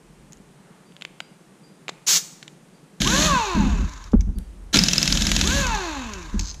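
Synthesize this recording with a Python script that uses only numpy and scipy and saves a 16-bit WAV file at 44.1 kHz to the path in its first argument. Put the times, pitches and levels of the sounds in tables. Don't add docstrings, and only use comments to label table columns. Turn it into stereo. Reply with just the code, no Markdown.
import sys
import numpy as np
from scipy import signal
from scipy.fft import rfft, irfft, next_fast_len
from scipy.io import wavfile
from scipy.ndimage import uniform_filter1d

SR = 44100
rng = np.random.default_rng(int(sys.argv[2]) if len(sys.argv) > 2 else 0)


def log_audio(samples):
    frames = np.atleast_2d(samples).T
    limited = np.clip(frames, -1, 1)
    pcm = np.round(limited * 32767).astype(np.int16)
    wavfile.write(sys.argv[1], SR, pcm)


N = 291060
TIME = np.arange(N) / SR
SIZE = next_fast_len(N + SR, True)
BINS = np.maximum(np.arange(SIZE // 2 + 1) * SR / SIZE, 1)
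AT_WHEEL_S = 3.002
SIDES = np.array([[1], [-1]])


def from_db(db):
    return 10 ** (np.asarray(db) / 20)


def rms_one(x):
    return x / np.sqrt(np.mean(x ** 2) + 1e-20)


def at_hz(points, hz):
    points = np.array(points)
    return np.interp(np.log(hz), np.log(points[:, 0]), points[:, 1])


def between(start, end, fade):
    return np.clip(np.minimum(TIME - start, end - TIME) / fade, 0, 1)


def envelope(start, end, attack_s, release_s):
    attack = np.clip((TIME - start) / attack_s, 0, 1)
    return attack * np.exp(-np.maximum(TIME - end, 0) / release_s)


def filtered(x, response):
    return irfft(rfft(x, SIZE) * response, SIZE)[..., :N]


def coloured(x, spectrum):
    gain = rms_one(from_db(at_hz(spectrum, BINS)))
    cepstrum = irfft(np.log(gain), SIZE)[:SIZE // 2]
    return filtered(x, np.exp(rfft(2 * cepstrum, SIZE) - cepstrum[0]))


def drift(rate_hz):
    return rms_one(filtered(rng.standard_normal(SIZE), 1 / (1 + (BINS / rate_hz) ** 2)))


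def resonance(hz, centre_hz, width_hz):
    return 1 / (1 + 1j * (hz ** 2 - centre_hz ** 2) / (hz * width_hz))


def resonant_body(modes):
    return sum(from_db(db) * resonance(BINS, hz, width_hz) for hz, width_hz, db in modes)


def add(out, s, sound):
    at = int(s * SR)
    out[at:at + len(sound)] += sound[:N - at]


def cracks(events, decay_s):
    out, t = np.zeros(N), TIME[:SR // 20]
    for s, db in events:
        add(out, s, from_db(db) * rng.standard_normal(len(t)) * np.exp(-t / decay_s))
    return out


# (frequency [Hz], relative level per Hz [dB])
AMBIENCE = [(15, -47.5), (25, -17), (60, -24), (100, -31), (141, -1.5), (185, -4), (256, -8.5), (394, -8),
            (887, -11.5), (988, -14), (3430, -27.5), (4610, -29), (5140, -29.5), (9070, -26.5),
            (14400, -42.5), (16000, -65)]
# (frequency [Hz], correlation [-1 to 1])
AMBIENCE_LIKENESS = [(60, .85), (130, 0.39), (290, -0.0069), (640, -0.8), (1410, -0.59), (3100, -0.097),
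                     (15000, -0.53)]
# (frequency [Hz], relative level per Hz [dB])
RUMBLE_COLOUR = [(20, -30.5), (31, -7), (42, 8), (52, -0.5), (64, -0.5), (80, -4.5), (100, -14.5),
                 (130, -26.5), (250, -46.5), (2000, -97)]


def background(air_db=-51, rumble_db=-60):
    mid, side = coloured(rng.standard_normal((2, N)), AMBIENCE)
    alike = np.clip(at_hz(AMBIENCE_LIKENESS, BINS), -1, 1)
    air = filtered(mid, np.sqrt(1 + alike)) + filtered(side, np.sqrt(1 - alike)) * SIDES
    rumble = between(0, 0.56, 0.012) * coloured(rng.standard_normal(N), RUMBLE_COLOUR)
    return from_db(air_db) * air + from_db(rumble_db) * rumble


def compressor(stroke_hz=9.88, first_s=0.095, thud_db=-42.5, thud_hz=172, thud_s=0.0076,
               puff_db=-50.5, puff_s=0.0059, bass_db=1.0):
    starts = np.arange(first_s, AT_WHEEL_S, 1 / stroke_hz)
    thuds, t = np.zeros(N), TIME[:SR // 10]
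    swell = t / thud_s * np.exp(1 - t / thud_s)
    for s in starts:
        level = from_db(thud_db + rng.normal(0, 0.7))
        hz = thud_hz * rng.normal(1, 0.048)
        add(thuds, s - .004, level * swell ** 2 * np.sin(2 * np.pi * hz * t))
    strokes = cracks([(s, puff_db) for s in starts], puff_s)
    puffs = coloured(strokes, [(90, -45.5), (130, -15.5), (200, 3.5), (260, -4), (420, -1.0),
                               (900, -29.0), (4000, -58)])
    bass = coloured(strokes, [(25, -6), (40, 2), (70, -6), (120, -6), (300, -22), (2000, -75)])
    no_bass = signal.butter(6, 135, "high", fs=SR, output="sos")
    return signal.sosfilt(no_bass, thuds + puffs) + from_db(bass_db) * between(0, 0.74, .02) * bass


# (time [s], level [dB], ring [Hz], edge re level [dB])
COUPLER = [(0.323, -32, 6700, -12), (0.332, -28.5, 6800, -14), (0.372, -40.5, 6900, -20),
           (0.922, -41, 2900, -12), (0.966, -29.5, 3200, -14), (1.012, -30, 2900, -5),
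           (1.022, -19.5, 3270, -7), (1.0509, -15.5, 2720, -13), (1.2039, -14, 2890, -12),
           (1.2051, -18, 1480, -17), (1.8821, -13.5, 2530, -11.5), (1.890, -29.5, 3530, 6.5),
           (1.8922, -12, 970, -14), (1.895, -21, 4300, 0), (2.428, -25.5, 3602, 0),
           (2.4791, -27.5, 3420, -2.5)]


def coupler(ring_db=3.0, ring_s=0.00046, edge_s=0.0024, edge_db=-4.0):
    out, t = np.zeros(N), TIME[:SR // 3]
    for s, db, hz, edge in COUPLER:
        add(out, s, from_db(db + ring_db) * np.sin(2 * np.pi * hz * t) * np.exp(-t / ring_s))
    edges = cracks([(s, db + edge + edge_db) for s, db, hz, edge in COUPLER], edge_s)
    out += coloured(edges, [(150, -5), (600, -6), (2400, 6.5), (3700, 8.0), (5800, -6.5),
                            (7400, 5.5), (8700, -10.5), (15000, -40.5)])
    return signal.sosfilt(signal.butter(4, 280, "high", fs=SR, output="sos"), out)


def rustle(level_db=-58.0):
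    noise = coloured(rng.standard_normal(N), [(100, -27.5), (400, 0.5), (1000, 4), (2000, -4),
                                              (4000, -26), (12000, -40)])
    return from_db(level_db) * between(0.52, 0.93, .15) * noise


# (time [s], level [dB], pitch [Hz])
SLEEVE = [(0.85, -63, 4690), (1.205, -56, 4790), (1.628, -56, 4790), (2.73, -64, 4650), (4.347, -60, 4630)]


def squeaks(attack_s=0.015, hold_s=0.02, release_s=0.06, waver=0.007):
    clock = np.cumsum(1 + waver * drift(40.9)) / SR
    out = np.zeros(N)
    for s, db, hz in SLEEVE:
        shape = envelope(s, s + hold_s, attack_s, release_s)
        out += from_db(db) * shape * np.sin(2 * np.pi * hz * clock)
    return out


# (frequency [Hz], relative level per Hz [dB])
SPIT_COLOUR = [(71, -64), (120, -39.5), (157, -7), (192, -22), (378, -23.5), (410, -17), (513, -28),
               (856, -18.5), (2340, -14.5), (6910, -1.5), (8660, -11), (9790, -14), (11300, -23),
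               (14400, -14), (16000, -38.5)]


def spit(start_s=2.064, seal_s=2.1717, level_db=-15, attack_s=0.021, release_s=0.015):
    jet = from_db(level_db) * envelope(start_s, seal_s, attack_s, release_s)
    return jet * coloured(rng.standard_normal(N), SPIT_COLOUR)


HAMMERING_HZ, FREE_HZ, SPIN_UP_S = 268, 700, 0.113
CRUISE_HZ = 500


def vane_rate(free_s, release_s, top_hz, coast_s):
    since_free = np.maximum(TIME - free_s, 0)
    racing = FREE_HZ - (FREE_HZ - HAMMERING_HZ) * np.exp(-since_free / SPIN_UP_S)
    return np.minimum(racing, top_hz) * np.exp(-np.maximum(TIME - release_s, 0) / coast_s)


# (level under power [dB], level coasting [dB])
WHINE_DB = [(-18.5, -20.5), (-31, -24), (-27, -27.5)]
# (frequency [Hz], gain [dB])
WHINE_COLOUR = [(130, -13.5), (235, -8), (365, -9.5), (465, -24), (555, -14), (630, -13.5), (740, -12),
                (860, -2), (1080, -0.5), (1290, -8), (1560, 0.5), (1900, -15.5)]
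MAIN_RESONANCE_HZ, MAIN_WIDTH_HZ = 1070, 440
VANES_OUT_HZ = (116, 204)


def whine(vane_hz, phase, powered, lift_db, waver_db=2.0, speed_power=1):
    tone = 0
    for k, (powered_db, coasting_db) in enumerate(WHINE_DB, 1):
        db = coasting_db + (powered_db - coasting_db) * powered + waver_db * drift(13)
        lift = lift_db * abs(resonance(k * vane_hz, MAIN_RESONANCE_HZ, MAIN_WIDTH_HZ)) ** 2
        tone = tone + from_db(db + at_hz(WHINE_COLOUR, k * vane_hz) + lift) * np.sin(k * phase)
    contact = np.interp(vane_hz, VANES_OUT_HZ, (0, 1))
    return np.sqrt(2) * (vane_hz / CRUISE_HZ) ** speed_power * contact * tone


# (centre [Hz], width [Hz], level [dB])
HOUSING = [(1060, 140, -2), (1580, 160, 0), (2600, 170, 4), (3100, 200, -8), (3650, 280, -3),
           (4200, 280, -1), (6400, 1400, -8)]


def whirr(vane_hz, phase, live, vanes=6, upper_db=9.5, uneven_db=-21, fall_db=21,
          flicker_db=3, flicker_s=.025):
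    housing = np.sqrt(sum(abs(from_db(db) * resonance(BINS, hz, width_hz)) ** 2
                          for hz, width_hz, db in HOUSING))
    t, hz, turn, tone = TIME[live], vane_hz[live], phase[live], 0
    knots = np.arange(t[0], t[-1], flicker_s)
    orders = np.arange(vanes, 16 * vanes) / vanes
    for k in np.setdiff1d(orders, [1, 2, 3]):
        db = uneven_db if k % 1 else upper_db - fall_db * np.log10(k)
        waver = np.interp(t, knots, from_db(db + rng.normal(0, flicker_db, len(knots))))
        partial = np.sin(k * turn + rng.uniform(0, 2 * np.pi))
        tone = tone + waver * np.interp(k * hz, BINS, housing) * partial
    out = np.zeros(N)
    out[live] = np.sqrt(2) * tone
    return out


# (frequency [Hz], relative level per Hz [dB])
EXHAUST_COLOUR = [(180, -26), (300, 5), (462, -17), (546, -6.5), (667, -7), (1120, -13.5), (1320, -14),
                  (1580, -2), (2100, -9.5), (4090, -2.5), (4990, -10.5), (6520, 0), (8790, -16.5),
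                  (14000, -23), (16000, -48)]


def exhaust(flow, phase, chop=0.78):
    chopped = rng.standard_normal(N) * (1 + chop * np.sin(phase))
    return flow * coloured(chopped, EXHAUST_COLOUR)


# (frequency [Hz], relative level per Hz [dB])
RUB_COLOUR = [(350, -33.5), (600, -6.5), (717, -17), (1010, 5), (1350, -6), (1570, -5.5), (2270, -10.5),
              (2570, -9), (3340, -14), (3680, -7), (5120, -15.5), (6730, -6.5), (8740, -25.5),
              (13800, -32.5), (16000, -77)]


def rubbing(spin, phase, swell=0.29, level_db=-1.0):
    swelling = rng.standard_normal(N) * (1 + swell * np.sin(phase / 6))
    return from_db(level_db) * spin * coloured(swelling, RUB_COLOUR)


# (trigger pulled [s], nut free [s], trigger released [s], rotor sound ends [s],
# vane rate ceiling [Hz], coasting time constant [s], exhaust when hammering [dB],
# exhaust at ceiling rate [dB], opening burst [dB], rubbing before speed and trim [dB],
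# lift at the whine's main resonance [dB])
RUNS = [(3.001, 3.04, 3.258, 4.16, 642, 0.445, -29, -20.5, -32, -28, 4.5),
        (4.728, 5.422, 5.604, 6.59, 561, 0.515, -29.5, -26, -22, -28.5, -4.0)]
VALVE_OPEN_S, VALVE_SHUT_S, BURST_RISE_S, BURST_FALL_S = 0.0035, 0.046, 0.024, 0.013


def motor(run, jitter=0.0022, rub_power=1.46, whirr_db=-1.5, engage_s=0.026, rub_build_s=0.32,
          stop_s=0.091, coast_in_s=0.012):
    (pull_s, free_s, release_s, rest_s, top_hz, coast_s,
     hammering_db, racing_db, burst_db, spin_db, lift_db) = run
    vane_hz = vane_rate(free_s, release_s, top_hz, coast_s) * (1 + jitter * drift(59))
    phase = 2 * np.pi * np.cumsum(vane_hz) / SR
    turning = np.clip(np.minimum((TIME - free_s) / engage_s, (rest_s - TIME) / stop_s), 0, 1)
    powered = envelope(pull_s, release_s, VALVE_OPEN_S, coast_in_s)
    flow = from_db(np.interp(vane_hz, (HAMMERING_HZ, top_hz), (hammering_db, racing_db)))
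    flow *= envelope(pull_s, release_s, VALVE_OPEN_S, VALVE_SHUT_S)
    flow += from_db(burst_db) * envelope(pull_s, pull_s + BURST_RISE_S, BURST_RISE_S, BURST_FALL_S)
    spin = from_db(spin_db) * (vane_hz / CRUISE_HZ) ** rub_power
    spin *= np.clip((TIME - free_s) / rub_build_s, 0, 1)
    drive = from_db(whirr_db) * np.hypot(spin, flow / 3)
    rotor = rubbing(spin, phase) + whine(vane_hz, phase, powered, lift_db)
    rotor += drive * whirr(vane_hz, phase, turning > 0)
    return exhaust(flow, phase) + turning * rotor


def eddies(spectrum, apart, steady_s):
    mid, side = coloured(rng.standard_normal((2, N)), spectrum)
    mid = mid / np.sqrt(uniform_filter1d(mid ** 2, int(steady_s * SR)) + 1e-6)
    return mid + apart * side * SIDES


# (time [s], length [s], rumble level [dB], flutter level [dB])
GUSTS = [(2.978, 0.38, -28.5, -20.5), (3.543, 0.13, -23, -17.5), (3.665, 0.18, -20.5, -24.5),
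         (4.125, 0.1, -20.5, -30), (4.265, 0.032, -21, -26.5), (4.353, 0.032, -25, -29.5),
         (4.739, 0.1, -48, -16.5), (4.856, 0.215, -48, -24.5), (5.079, 0.54, -25, -23),
         (5.633, 0.13, -26.5, -30.5), (6.326, 0.098, -24.5, -31.5)]
# (frequency [Hz], relative level per Hz [dB])
FLUTTER_COLOUR = [(70, -18.5), (120, -5), (190, 7), (240, -1.5), (320, -9.5), (420, -22.5), (700, -31.5),
                  (1500, -34.5), (5000, -87)]


def gusts(steady_rumble_db=-39, steady_flutter_db=-54, flutter_trim_db=-4.5,
          attack_s=0.012, release_s=0.026):
    rumble, flutter = from_db(steady_rumble_db), from_db(steady_flutter_db)
    for s, length_s, low_db, high_db in GUSTS:
        shape = envelope(s, s + length_s, attack_s, release_s)
        rumble = np.hypot(rumble, from_db(low_db) * shape)
        flutter = np.hypot(flutter, from_db(high_db) * shape)
    wind = rumble * eddies(RUMBLE_COLOUR, apart=0.4, steady_s=0.085)
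    wind += from_db(flutter_trim_db) * flutter * eddies(FLUTTER_COLOUR, apart=0.71, steady_s=0.052)
    return wind * between(AT_WHEEL_S, np.inf, 0.0053)


# (time [s], level [dB], pitch [Hz], length [s], slap level [dB])
PUFFS = [(3.566, -16, 201.5, 0.087, -24), (4.134, -5.5, 220, 0.021, -11), (4.759, -16, 185, 0.016, -17),
         (6.341, -21, 203, 0.022, -36)]
# (frequency [Hz], relative level per Hz [dB])
SLAP_COLOUR = [(100, -8), (330, 0), (440, -5), (600, -20), (1300, -28), (2000, -48), (5000, -60),
               (12000, -85)]


def buffeting(pan_db=1.6, slap_s=0.0096, swirl_db=-5.5, swirl_hz=44, swirl_s=0.058):
    slaps = [(s, slap_db) for s, db, hz, length_s, slap_db in PUFFS]
    puffs = coloured(cracks(slaps, slap_s), SLAP_COLOUR)
    after = TIME[:SR // 2]
    swirl = np.exp(-after / swirl_s) * np.sin(2 * np.pi * swirl_hz * after)
    for s, db, hz, length_s, slap_db in PUFFS:
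        t = TIME[:int(length_s * SR)]
        add(puffs, s, from_db(db) * signal.windows.tukey(len(t), .2) * np.sin(2 * np.pi * hz * t))
        add(puffs, s + length_s, from_db(db + swirl_db) * swirl)
    return (gusts() + puffs) * from_db(pan_db * SIDES)


# (time [s], level [dB], socket ring re level [dB])
STRAY_BLOWS = [(3.018, -6, -27.5), (3.0738, -5.5, -19.5), (4.743, -5.5, -17.5), (4.759, -4, -10),
               (4.77, -3, -12), (5.474, -6, -15)]


def blows(start_s=4.7895, period_s=0.0479, count=14, scatter_db=0.76):
    s = start_s + period_s * np.arange(count)
    db = np.linspace(-11.5, -4.5, count) + rng.normal(0, scatter_db, count)
    ring_db = np.linspace(4.5, -11, count)
    return list(zip(s, db, ring_db)) + list(STRAY_BLOWS)


# (frequency [Hz], level [dB], t60 [s])
SOCKET = [(2650, -11.5, 0.053), (3750, -14.5, 0.064), (4420, -13.5, 0.022), (4760, -11, 0.019),
          (5000, -5.5, 0.02), (5160, 2, 0.011), (5680, -3, 0.018), (5900, -7.5, 0.017),
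          (6700, -11.5, 0.028)]
# (frequency [Hz], relative level per Hz [dB])
BLOW_COLOUR = [(290, -36), (500, -9), (784, -11.5), (1510, -8), (2100, -7), (3540, -0.5), (4340, -5),
               (5880, -8.5), (7210, -6), (8830, -14.5), (14500, -30.5), (16000, -35)]


def hammer(crack_db=-6.0, crack_s=0.0034, ring_db=-1.5,
           rebound_db=-21.5, rebound_s=.029, rebound_decay_s=0.0076):
    t, rings, strikes = TIME[:SR // 8], np.zeros(N), blows()
    hz, mode_db, t60_s = np.transpose(SOCKET)[:, :, None]
    decay = from_db(-60 * t / t60_s)
    for s, db, ring in strikes:
        strength = from_db(db + ring + ring_db + mode_db + rng.normal(0, 2.5, hz.shape))
        modes = np.sin(2 * np.pi * hz * t + rng.uniform(-1.7, 1.7, hz.shape))
        add(rings, s, np.sum(strength * decay * modes, axis=0))
    hits = cracks([(s, db + crack_db) for s, db, ring in strikes], crack_s)
    rebounds = [(s + rebound_s + rng.normal(0, 0.0045), rebound_db + rng.normal(0, 1.18))
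                for s, db, ring in strikes]
    return rings + coloured(hits + cracks(rebounds, rebound_decay_s), BLOW_COLOUR)


# (time [s], level [dB])
TICKS_AND_KNOCKS = [(3.8072, -38), (3.8935, -37.5), (3.936, -35.5), (3.9764, -41), (4.0402, -35),
                    (4.1185, -40), (4.2078, -31.5), (5.6675, -17), (5.7488, -20), (6.1355, -25),
                    (6.2267, -37.5), (6.3934, -19), (6.543, -33)]
# (frequency [Hz], relative level per Hz [dB])
CONTACT_COLOUR = [(530, -23), (900, -1), (991, -25), (2190, -3.5), (3260, -8), (4360, -8.5), (6180, 3),
                  (7860, -7.5), (8660, -25), (12400, -16.5), (16000, -76)]


def ticks_and_knocks(level_db=-1.5, decay_s=0.004):
    contacts = cracks([(s, db + level_db) for s, db in TICKS_AND_KNOCKS], decay_s)
    return coloured(contacts, CONTACT_COLOUR)


# (centre [Hz], width [Hz], level [dB])
CLANK_MODES = [(1460, 120, -2), (4040, 130, 0)]
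# (time [s], level [dB])
CLICK = [(4.3862, -23.5)]


def dry_click(decay_s=0.00037):
    return cracks(CLICK, decay_s)


def clank(start_s=4.736, level_db=-19.5, attack_s=0.007, decay_s=0.025):
    shape = envelope(start_s, start_s + attack_s, attack_s, decay_s)
    ringing = filtered(rng.standard_normal(N), resonant_body(CLANK_MODES))
    return from_db(level_db) * shape * rms_one(ringing)


# (centre [Hz], width [Hz], level [dB])
SCRAPE_MODES = [(4370, 200, 6), (4860, 640, 1), (6260, 460, -2.5), (7300, 540, -11), (11900, 535, -17)]


def scrape(start_s=6.392, end_s=6.515, level_db=-37.5, bite_db=-32.5, bite_s=0.003,
           fade_s=0.0089, grains_per_s=900):
    slips = rng.standard_normal(N) * (rng.random(N) < grains_per_s / SR)
    pressure = from_db(level_db) * envelope(start_s, end_s, bite_s, fade_s)
    pressure += from_db(bite_db) * envelope(start_s, start_s, bite_s, fade_s)
    ringing = filtered(slips, resonant_body(SCRAPE_MODES))
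    return pressure * rms_one(coloured(ringing, CONTACT_COLOUR))


# (frequency [Hz], left re right [dB])
PORT_BALANCE = [(100, -1), (400, 10), (700, 7.5), (1290, -4.5), (2380, 5), (4400, -1.5), (6500, 7),
                (9000, -2), (15000, 0.5)]
# (frequency [Hz], left lead [rad])
PORT_PHASE = [(200, -0.9), (860, -1.7), (1640, -0.52), (1890, 1.33), (2500, -1.6), (3270, -0.18),
              (5080, 0.77), (6120, 0.9), (7320, 1.17), (8870, 3), (9650, 1.22), (12000, 1.5)]


def ports(x):
    half = from_db(at_hz(PORT_BALANCE, BINS) / 2) * np.exp(.5j * at_hz(PORT_PHASE, BINS))
    return filtered(x, np.array([half, 1 / half]))


# (left delay [s], right delay [s], level [dB])
ECHOES = [(0.0023, 0.0031, -20.5), (0.0058, 0.0047, -22)]


def echoes(x):
    out = np.zeros((2, N))
    for left_s, right_s, db in ECHOES:
        out += from_db(db) * np.array([np.interp(TIME - lag, TIME, x) for lag in (left_s, right_s)])
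    return out


# (frequency [Hz], t60 [s])
GARAGE_T60 = [(150, 0.18), (1000, 0.99), (4000, 0.55), (7000, 0.64), (14000, 0.54)]


def garage(x):
    t, tail = TIME[:SR], 0
    for hz in 100 * 2 ** np.arange(8):
        edges_hz = [hz / np.sqrt(2), hz * np.sqrt(2)]
        band = signal.butter(2, edges_hz, "band", fs=SR, output="sos")
        noise = signal.sosfilt(band, rng.standard_normal((2, SR)))
        tail = tail + noise * from_db(-60 * t / at_hz(GARAGE_T60, hz))
    tail = tail * np.clip((t - .004) / 0.0027, 0, 1)
    return filtered(x, rfft(rms_one(tail) / np.sqrt(SR), SIZE))


def scene(hose_room_db=-17.0, wrench_room_db=-11.5, dip_db=-3.5):
    hose = rustle() + coupler() + squeaks() + spit()
    wrench = sum(motor(run) for run in RUNS) + hammer()
    wrench += ticks_and_knocks() + dry_click() + clank() + scrape()
    room = garage(from_db(hose_room_db) * hose + from_db(wrench_room_db) * wrench)
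    dip = from_db(dip_db * between(3.8, 4.39, 0.01))
    near = ports(hose + wrench) + echoes(wrench)
    return near + dip * (room + background()) + compressor() + buffeting()


def record(dry, ceiling=.86, cutoff_hz=15500):
    low_pass = signal.ellip(10, .1, 80, cutoff_hz, fs=SR, output="sos")
    return signal.sosfilt(low_pass, np.clip(dry, -ceiling, ceiling))


dry = scene()
out = record(dry)
log_audio(out)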